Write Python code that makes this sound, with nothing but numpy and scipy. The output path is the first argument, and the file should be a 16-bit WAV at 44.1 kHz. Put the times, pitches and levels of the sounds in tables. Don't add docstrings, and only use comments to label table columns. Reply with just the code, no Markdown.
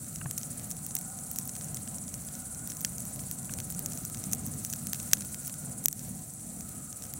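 import sys
import numpy as np
from scipy import signal
from scipy.fft import rfft, irfft, next_fast_len
from scipy.io import wavfile
from scipy.ndimage import uniform_filter1d

SR = 44100
rng = np.random.default_rng(int(sys.argv[2]) if len(sys.argv) > 2 else 0)


def bounce(signal):
    frames = np.transpose(np.atleast_2d(signal))
    limited = np.clip(frames, -1, 1)
    pcm = np.round(limited * 32767).astype(np.int16)
    wavfile.write(sys.argv[1], SR, pcm)


def elevation(decibels):
    levels = np.asarray(decibels, float)
    return 10 ** (levels / 20)


N = 317079


def unit(x):
    return x / np.sqrt(np.mean(x ** 2))


def along(table, hz):
    f, v = np.transpose(table)
    return np.interp(np.log(np.maximum(hz, 1)), np.log(f), v)


def colour(x, table):
    size = next_fast_len(N)
    hz = np.fft.rfftfreq(size, 1 / SR)
    return irfft(rfft(x, size) * elevation(along(table, hz)), size)[..., :N]


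def ring(x, modes):
    out = 0
    for hz, width, db in modes:
        b, a = signal.iirpeak(hz, hz / width, SR)
        once = signal.lfilter(b, a, x)
        out = out + elevation(db) * signal.lfilter(b, a, once)
    return out


def walk(rate):
    hold = int(SR / rate)
    steps = np.repeat(rng.standard_normal(N // hold + 1), hold)
    return 1.3 * uniform_filter1d(uniform_filter1d(steps, hold), hold)[:N]


def ticks(rate, scatter_db, most=3.4):
    chance = rng.random((3, N))
    size_db = scatter_db * np.minimum(-np.log(1 - chance[2]), most)
    return (chance[0] < rate / SR) * np.sign(chance[1] - .5) * elevation(size_db)


def pair(mid, other, wide_db, pan_db=0.):
    stereo = mid + elevation(wide_db) * np.array([other, -other])
    return stereo * elevation(np.array([[pan_db], [-pan_db]]) / 2)


def chorus():
    # frequency in Hz, level in dB per Hz.
    chorus_colour = [(4500, -48), (5600, -26.5), (7000, -1.5), (7800, 6), (9800, 2), (10800, -5.5),
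                     (12500, -38), (16000, -31)]
    mid, other = unit(colour(rng.standard_normal((2, N)) * elevation(1.64 * walk(5.94)), chorus_colour))
    return elevation(-48.0) * pair(mid, other, -8.0)


def cricket(strokes, wing, sharp, teeth_hz, db, pan_db):
    turn = 2 * np.pi * strokes
    skewed = turn + 0.5 * (np.cos(turn) - 1) + 0.26
    push = np.exp(sharp * (np.cos(skewed) - 1)) * elevation(0.8 * walk(15))
    mid, other = (unit(ring(push * ticks(teeth_hz, scatter_db=0.2), wing)) for _ in range(2))
    return elevation(db) * pair(mid, other, -33.0, pan_db)


def insects(t):
    # time in seconds, strokes the high cricket is ahead of 16 a second,
    # strokes the low cricket is ahead of 15 a second.
    stroke_leads = [(0.0, -0.48, -0.31), (0.51, -0.3, -0.7), (1.03, -0.34, -0.8), (1.54, -0.35, -0.34),
                    (2.05, -0.26, -0.4), (2.57, -0.29, 0.094), (3.08, -0.34, -0.08), (3.6, -0.39, 0.35),
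                    (4.11, -0.21, 0.089), (4.62, -0.32, 0.041), (5.14, -0.39, 0.083), (5.65, -0.48, 0.11),
                    (6.16, -0.54, 0.32), (6.68, -0.56, 0.59), (7.19, -0.56, 0.36)]
    # frequency in Hz, width in Hz, level in dB.
    high_wing = [(9740, 1550, 3.5), (10660, 1300, -9), (7080, 480, -0.5), (9000, 1200, -11)]
    low_wing = [(8100, 1400, 1), (8980, 2200, 0.5), (12400, 1300, -20), (6340, 2900, -20)]
    s, high_lead, low_lead = np.transpose(stroke_leads)
    high = 16 * t + np.interp(t, s, high_lead)
    low = 15 * t + np.interp(t, s, low_lead)
    near = cricket(high, high_wing, sharp=1.4, teeth_hz=2500, db=-48.0, pan_db=-1.2)
    near = near + cricket(low, low_wing, sharp=1.6, teeth_hz=1500, db=-48.0, pan_db=-0.82)
    return near + chorus()


def flames():
    # frequency in Hz, level in dB per Hz.
    flame_colour = [(20, -37), (42, -13.5), (86, -4), (150, 1), (240, -3), (300, -13), (370, -22),
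                    (700, -19.5), (880, -30), (1500, -34.5), (2200, -34.5), (4500, -43.5)]
    # frequency in Hz, width in Hz, level in dB, left minus right in dB.
    hollows = [(747.6, 59, -4.5, 12.5), (1027, 37, -15.5, -21), (1279, 94, -6, -1.5), (1448, 69, -7, -0.5)]
    # frequency in Hz, left minus right in dB.
    lean = [(50, 3.6), (200, -1), (380, 1.5), (700, 4), (1000, 4), (1300, -0.5)]
    # frequency in Hz, level of the unrelated part in dB.
    spread = [(30, -21), (200, -26.5), (400, -17), (800, -9.5), (1500, -58)]
    out, gusts = 0, walk(11)
    for hz in 25 * 2 ** np.arange(0, 7.1, .5):
        mid, other = ring(rng.standard_normal((2, N)), [(hz, hz / 1.8, 0)])
        flutter = elevation(1.3 * walk(9) + 1.66 * gusts)
        out = out + flutter * pair(mid, other, along(spread, hz), along(lean, hz))
    out = unit(colour(out, flame_colour))
    roar = signal.sosfiltfilt(signal.butter(3, 360, fs=SR, output="sos"), out)
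    rush = out - roar
    for hz, width, hollow_db, pan_db in hollows:
        mid, other = unit(ring(rng.standard_normal((2, N)), [(hz, 1.55 * width, 0)]))
        rush = rush + elevation(hollow_db - 19 + 2.9 * walk(3.115)) * pair(mid, other, -36.0, pan_db)
    return roar, elevation(-42.0) * rush


def crackle(activity_db):
    # frequency in Hz, level in dB per Hz.
    crackle_colour = [(900, -35), (1600, -6.5), (3300, -14.5), (4300, -5.7), (5000, -9), (5900, 0.5),
                      (7500, -3.5), (12000, 0), (15700, 0.5)]
    grains = 0
    for hz, width, db in [(3400, 8300, -9), (6280, 2540, -9), (13900, 14300, -6)]:
        smear = rng.standard_normal(128) * np.exp(-np.arange(128) / 12)
        tiny = [np.convolve(ticks(260, scatter_db=4.0), smear)[:N] for _ in range(2)]
        grains = grains + elevation(db) * unit(ring(np.array(tiny), [(hz, width, 0)]))
    sizzle = rng.standard_normal((2, N)) * elevation(2.1 * walk(18))
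    mid, other = unit(colour(grains + elevation(-1.5) * sizzle, crackle_colour))
    return pair(mid, other, -53) * elevation(-47.5 + activity_db)


def knocks(ring_ms=1.5, thump_ms=4.6, thump_hz=140):
    # start in seconds, peak in dB, ring frequency in Hz, thump in dB.
    log_knocks = [
        (0.2125, -31.5, 1400, -7),
        (0.257, -29.5, 860, 5),
        (3.493, -33.5, 1360, -15),
    ]
    out, t = np.zeros(N), np.arange(2048) / SR
    ms = t * 1000
    for s, db, hz, thump_db in log_knocks:
        rattle = rng.standard_normal(len(t)) * (ms / ring_ms) * np.exp(-ms / ring_ms)
        wood = ring(rattle, [(hz, 0.6 * hz, 0), (1.66 * hz, 0.56 * hz, -7)])
        swell = (ms / thump_ms) * np.exp(1 - ms / thump_ms)
        thump = elevation(thump_db - 2.0) * np.sin(2 * np.pi * thump_hz * t) * swell
        start = int(s * SR)
        out[start:start + len(t)] += elevation(db) * (0.83 * wood / np.max(np.abs(wood)) + thump)
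    return pair(out, np.roll(out, 9), -18)


def bursts(table, crack_ms=0.15, ring_ms=0.95, ring_db=-7, tail_ms=5.1, tail_db=-31,
           echo_ms=1.9, echo_db=-19, wide_db=-23.5, lift_db=2.5):
    # body, 5-7 kHz, edge and air.
    band_edges = [1500, 4800, 7200, 11000, 16000]
    # frequency in Hz, band 0-3 it follows (halves are rounded), level on top in dB.
    burst_colour = [(150, 0.5, -11), (1100, 0, -8.5), (1630, 0, -1.5), (4700, 0, -0.5), (5880, 1, -0.5),
                    (7100, 1, -2), (9860, 2, -5.5), (12300, 3, -3.5), (15750, 3, -3), (17100, 3, -44)]
    s, db, body, edge, air = np.transpose(table)
    size = 1024
    ms = np.arange(size) * 1000 / SR * (np.arange(size) < size * .75)
    dry_gain = elevation(-np.clip(2.5 * air, -7, 10))[:, None]
    ringing = elevation(ring_db) * np.exp(-ms / ring_ms) + elevation(tail_db) * np.exp(-ms / tail_ms)
    shape = np.exp(-ms / crack_ms) + dry_gain * ringing
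    mid, other = rng.standard_normal((len(s), 2, size)).transpose(1, 0, 2) * shape * (ms > 0)
    lag = int(echo_ms * SR / 1000)
    mid[:, lag:] += elevation(echo_db) * mid[:, :-lag]
    band_db = db + np.array([body, 0 * db, edge, air])
    per_hz = band_db + 10 * np.log10(SR ** 2 / 2000 / np.diff(band_edges))[:, None]
    knots, band, extra_db = np.transpose(burst_colour)
    knot_db = per_hz[np.rint(band).astype(int)].T + extra_db + lift_db
    hz = np.fft.rfftfreq(size, 1 / SR)
    want_db = np.array([np.interp(hz, knots, row) for row in knot_db])
    have = uniform_filter1d(np.abs(rfft(mid)) ** 2, size=40)
    cepstrum = irfft(np.log(elevation(want_db) / np.sqrt(have)))
    cepstrum[:, 1:size // 2] *= 2
    cepstrum[:, size // 2 + 1:] = 0
    both = np.array([mid + elevation(wide_db) * other, mid - elevation(wide_db) * other])
    burst = irfft(rfft(both) * np.exp(rfft(cepstrum)))
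    out = np.zeros((2, N + size))
    for k, start in enumerate((s * SR).astype(int)):
        out[:, start:start + size] += burst[:, k]
    return out[:, :N]


def kind(table, colour_db, scatter_db=2.5):
    scatter = scatter_db * rng.standard_normal((len(table), 3))
    return np.hstack([table, np.array(colour_db) + scatter])


def snaps(gain_db, count=30, stray_db=-43.5, stray_scatter_db=2):
    # start in seconds, 5-7 kHz level in dB.
    twigs = [(.7056, -41), (.865, -37), (.9879, -37.5), (1.012, -43), (1.3137, -36), (1.3602, -36),
             (1.4541, -43), (1.476, -41), (2.6742, -37), (2.8077, -38), (2.8143, -38), (2.8525, -41),
             (3.0534, -41), (3.16, -43), (3.2037, -41), (3.702, -38.5), (3.7233, -40), (4.099, -41),
             (4.3241, -36), (4.349, -40), (4.4646, -39), (4.7606, -42), (4.87, -32), (5.03, -41),
             (5.2491, -42), (5.4715, -38), (5.478, -38), (5.8403, -40), (6.6913, -44), (7.1376, -36)]
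    bark = [(.0664, -50), (1.2494, -53), (1.3974, -46), (1.412, -47), (2.2497, -42), (2.3111, -50),
            (2.6951, -45), (2.7492, -46), (2.8274, -47), (2.9201, -44), (3.0039, -40), (3.509, -43),
            (3.5128, -49), (3.6501, -50), (3.9003, -44), (4.4827, -44), (4.7841, -52), (4.8963, -50),
            (5.0778, -44), (5.4321, -49), (5.4489, -42), (5.6004, -49), (5.697, -47), (5.886, -42),
            (5.913, -45), (6.337, -45), (6.7514, -47), (6.766, -53), (6.9718, -50), (7.0664, -43)]
    spits = [(.4323, -31), (.7195, -36), (.9085, -34.5), (1.1879, -35.5), (1.4931, -31.5), (1.6443, -34.5),
             (1.9447, -37), (1.9838, -34.5), (2.0383, -41), (2.0798, -37.5), (2.3523, -35.5),
             (2.547, -36.5), (2.6999, -32.5), (2.7031, -33), (2.769, -35), (2.982, -31), (3.7485, -34),
             (3.9335, -32), (3.9748, -32.5), (4.3147, -35), (4.3356, -37), (4.4734, -38), (4.5377, -36.5),
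             (4.7002, -31), (4.7275, -27.5), (5.9935, -35), (6.6075, -35), (6.928, -34), (7.0227, -37),
             (7.0384, -36.5)]
    splits = [(.044, -42), (.159, -33), (.4133, -40), (.596, -42), (1.5532, -36), (1.5646, -37),
              (1.6114, -37), (1.7706, -36.5), (1.8759, -39), (2.2862, -38.5), (2.7192, -37), (3.193, -40),
              (3.2365, -42), (3.5871, -37), (3.6019, -33), (3.9204, -36.5), (4.1463, -36), (4.1717, -37),
              (4.9464, -35), (4.9573, -42), (5.0, -33), (5.114, -36), (5.1368, -30), (5.1706, -39),
              (5.2079, -34), (5.2207, -38), (5.3446, -34.5), (5.4966, -40), (5.5405, -38), (7.0526, -41.5)]
    chance = rng.random((count, 2))
    s = chance[:, 0] * (N - 1) / SR
    level_db = stray_db + stray_scatter_db * (2 * chance[:, 1] - 1)
    strays = np.c_[s, level_db + gain_db[(s * SR).astype(int)]]
    return bursts(np.vstack([
        kind(twigs, (-12.5, 3, 8.5)),
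        kind(bark, (-15, 3, 6)),
        kind(spits, (-17.5, -4, -5)),
        kind(splits, (-8, 2, -3)),
        kind(strays, (-14, -3, -3))]))


def sap_pops():
    # body 1.5-5 kHz, edge 7-11 kHz, air 11-16 kHz.
    pop_events = [(0.311, -31, -11, 8, 3), (0.3786, -29.5, -13, 5, 3), (0.3822, -28.5, -20, 1, 0),
                  (0.7129, -28.5, -17.5, -4, -6), (0.9522, -28, -14, 11, 8), (0.966, -27.5, -11, -4, -4),
                  (1.3865, -25, -17, 0, 3), (1.7454, -30.5, -22, -2, 0), (2.1412, -30.5, -14.5, -5, -4),
                  (2.8484, -19.5, -8.5, -1.5, -7), (3.3129, -32.5, -12, -2, 9), (3.5377, -29, -14.5, 0, -4),
                  (3.7925, -34.5, -12, 11, 10), (3.8604, -24, -19, 1, -3), (4.051, -30, -22, -3, 3),
                  (4.239, -29.5, -16.5, 0, -8), (4.3326, -18.5, -17.5, -1.5, -4),
                  (4.6489, -26.5, -15, -4, 0), (4.7361, -28.5, -8.5, -1, 1), (4.9324, -25.5, -7.5, -4, 4),
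                  (5.1332, -9.6, -9.5, -3.5, -0.5), (5.8581, -17, -13.5, -1, 6),
                  (5.8837, -24, -12, 7.5, 5.5), (5.9283, -30, -17, -1, 3)]
    return bursts(pop_events)


def camera(t, settle_db=-3, settle_s=0.2, trip_s=5.86, duck_db=-15, duck_s=.028, sag_db=-4, sag_s=1.5):
    since = np.maximum(t - trip_s, 0)
    limiter = duck_db * np.exp(-since / duck_s) + sag_db * np.exp(-since / sag_s)
    return settle_db * np.exp(-t / settle_s) + (t > trip_s) * limiter


def scene():
    # time in seconds, crackle in dB, roar in dB.
    liveliness = [
        (0, 0, -42.5),
        (1.5, -1.7, -44),
        (2.5, -0.9, -43.5),
        (4.2, 0.8, -42),
        (5.25, 1.5, -42.5),
        (5.8, -2.5, -45),
        (6.2, 1.2, -45),
        (7.19, -2, -45.5),
    ]
    t = np.arange(N) / SR
    gain_db = camera(t)
    s, *columns = np.transpose(liveliness)
    activity_db, roar_db = (np.interp(t, s, c) for c in columns)
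    roar, rush = flames()
    steady = elevation(gain_db) * (insects(t) + crackle(activity_db) + rush) + elevation(roar_db) * roar
    top = signal.ellip(10, .2, 70, 15850, fs=SR, output="sos")
    return signal.sosfilt(top, steady + snaps(gain_db)) + sap_pops() + knocks()


def low_pass(x):
    return signal.sosfilt(signal.butter(12, 16810, fs=SR, output="sos"), x)


def record(dry):
    top = signal.ellip(10, .2, 90, 16750, fs=SR, output="sos")
    mix = signal.sosfilt(top, np.clip(dry, -1, 1))
    return low_pass(mix)


dry = scene()
out = record(dry)
bounce(out)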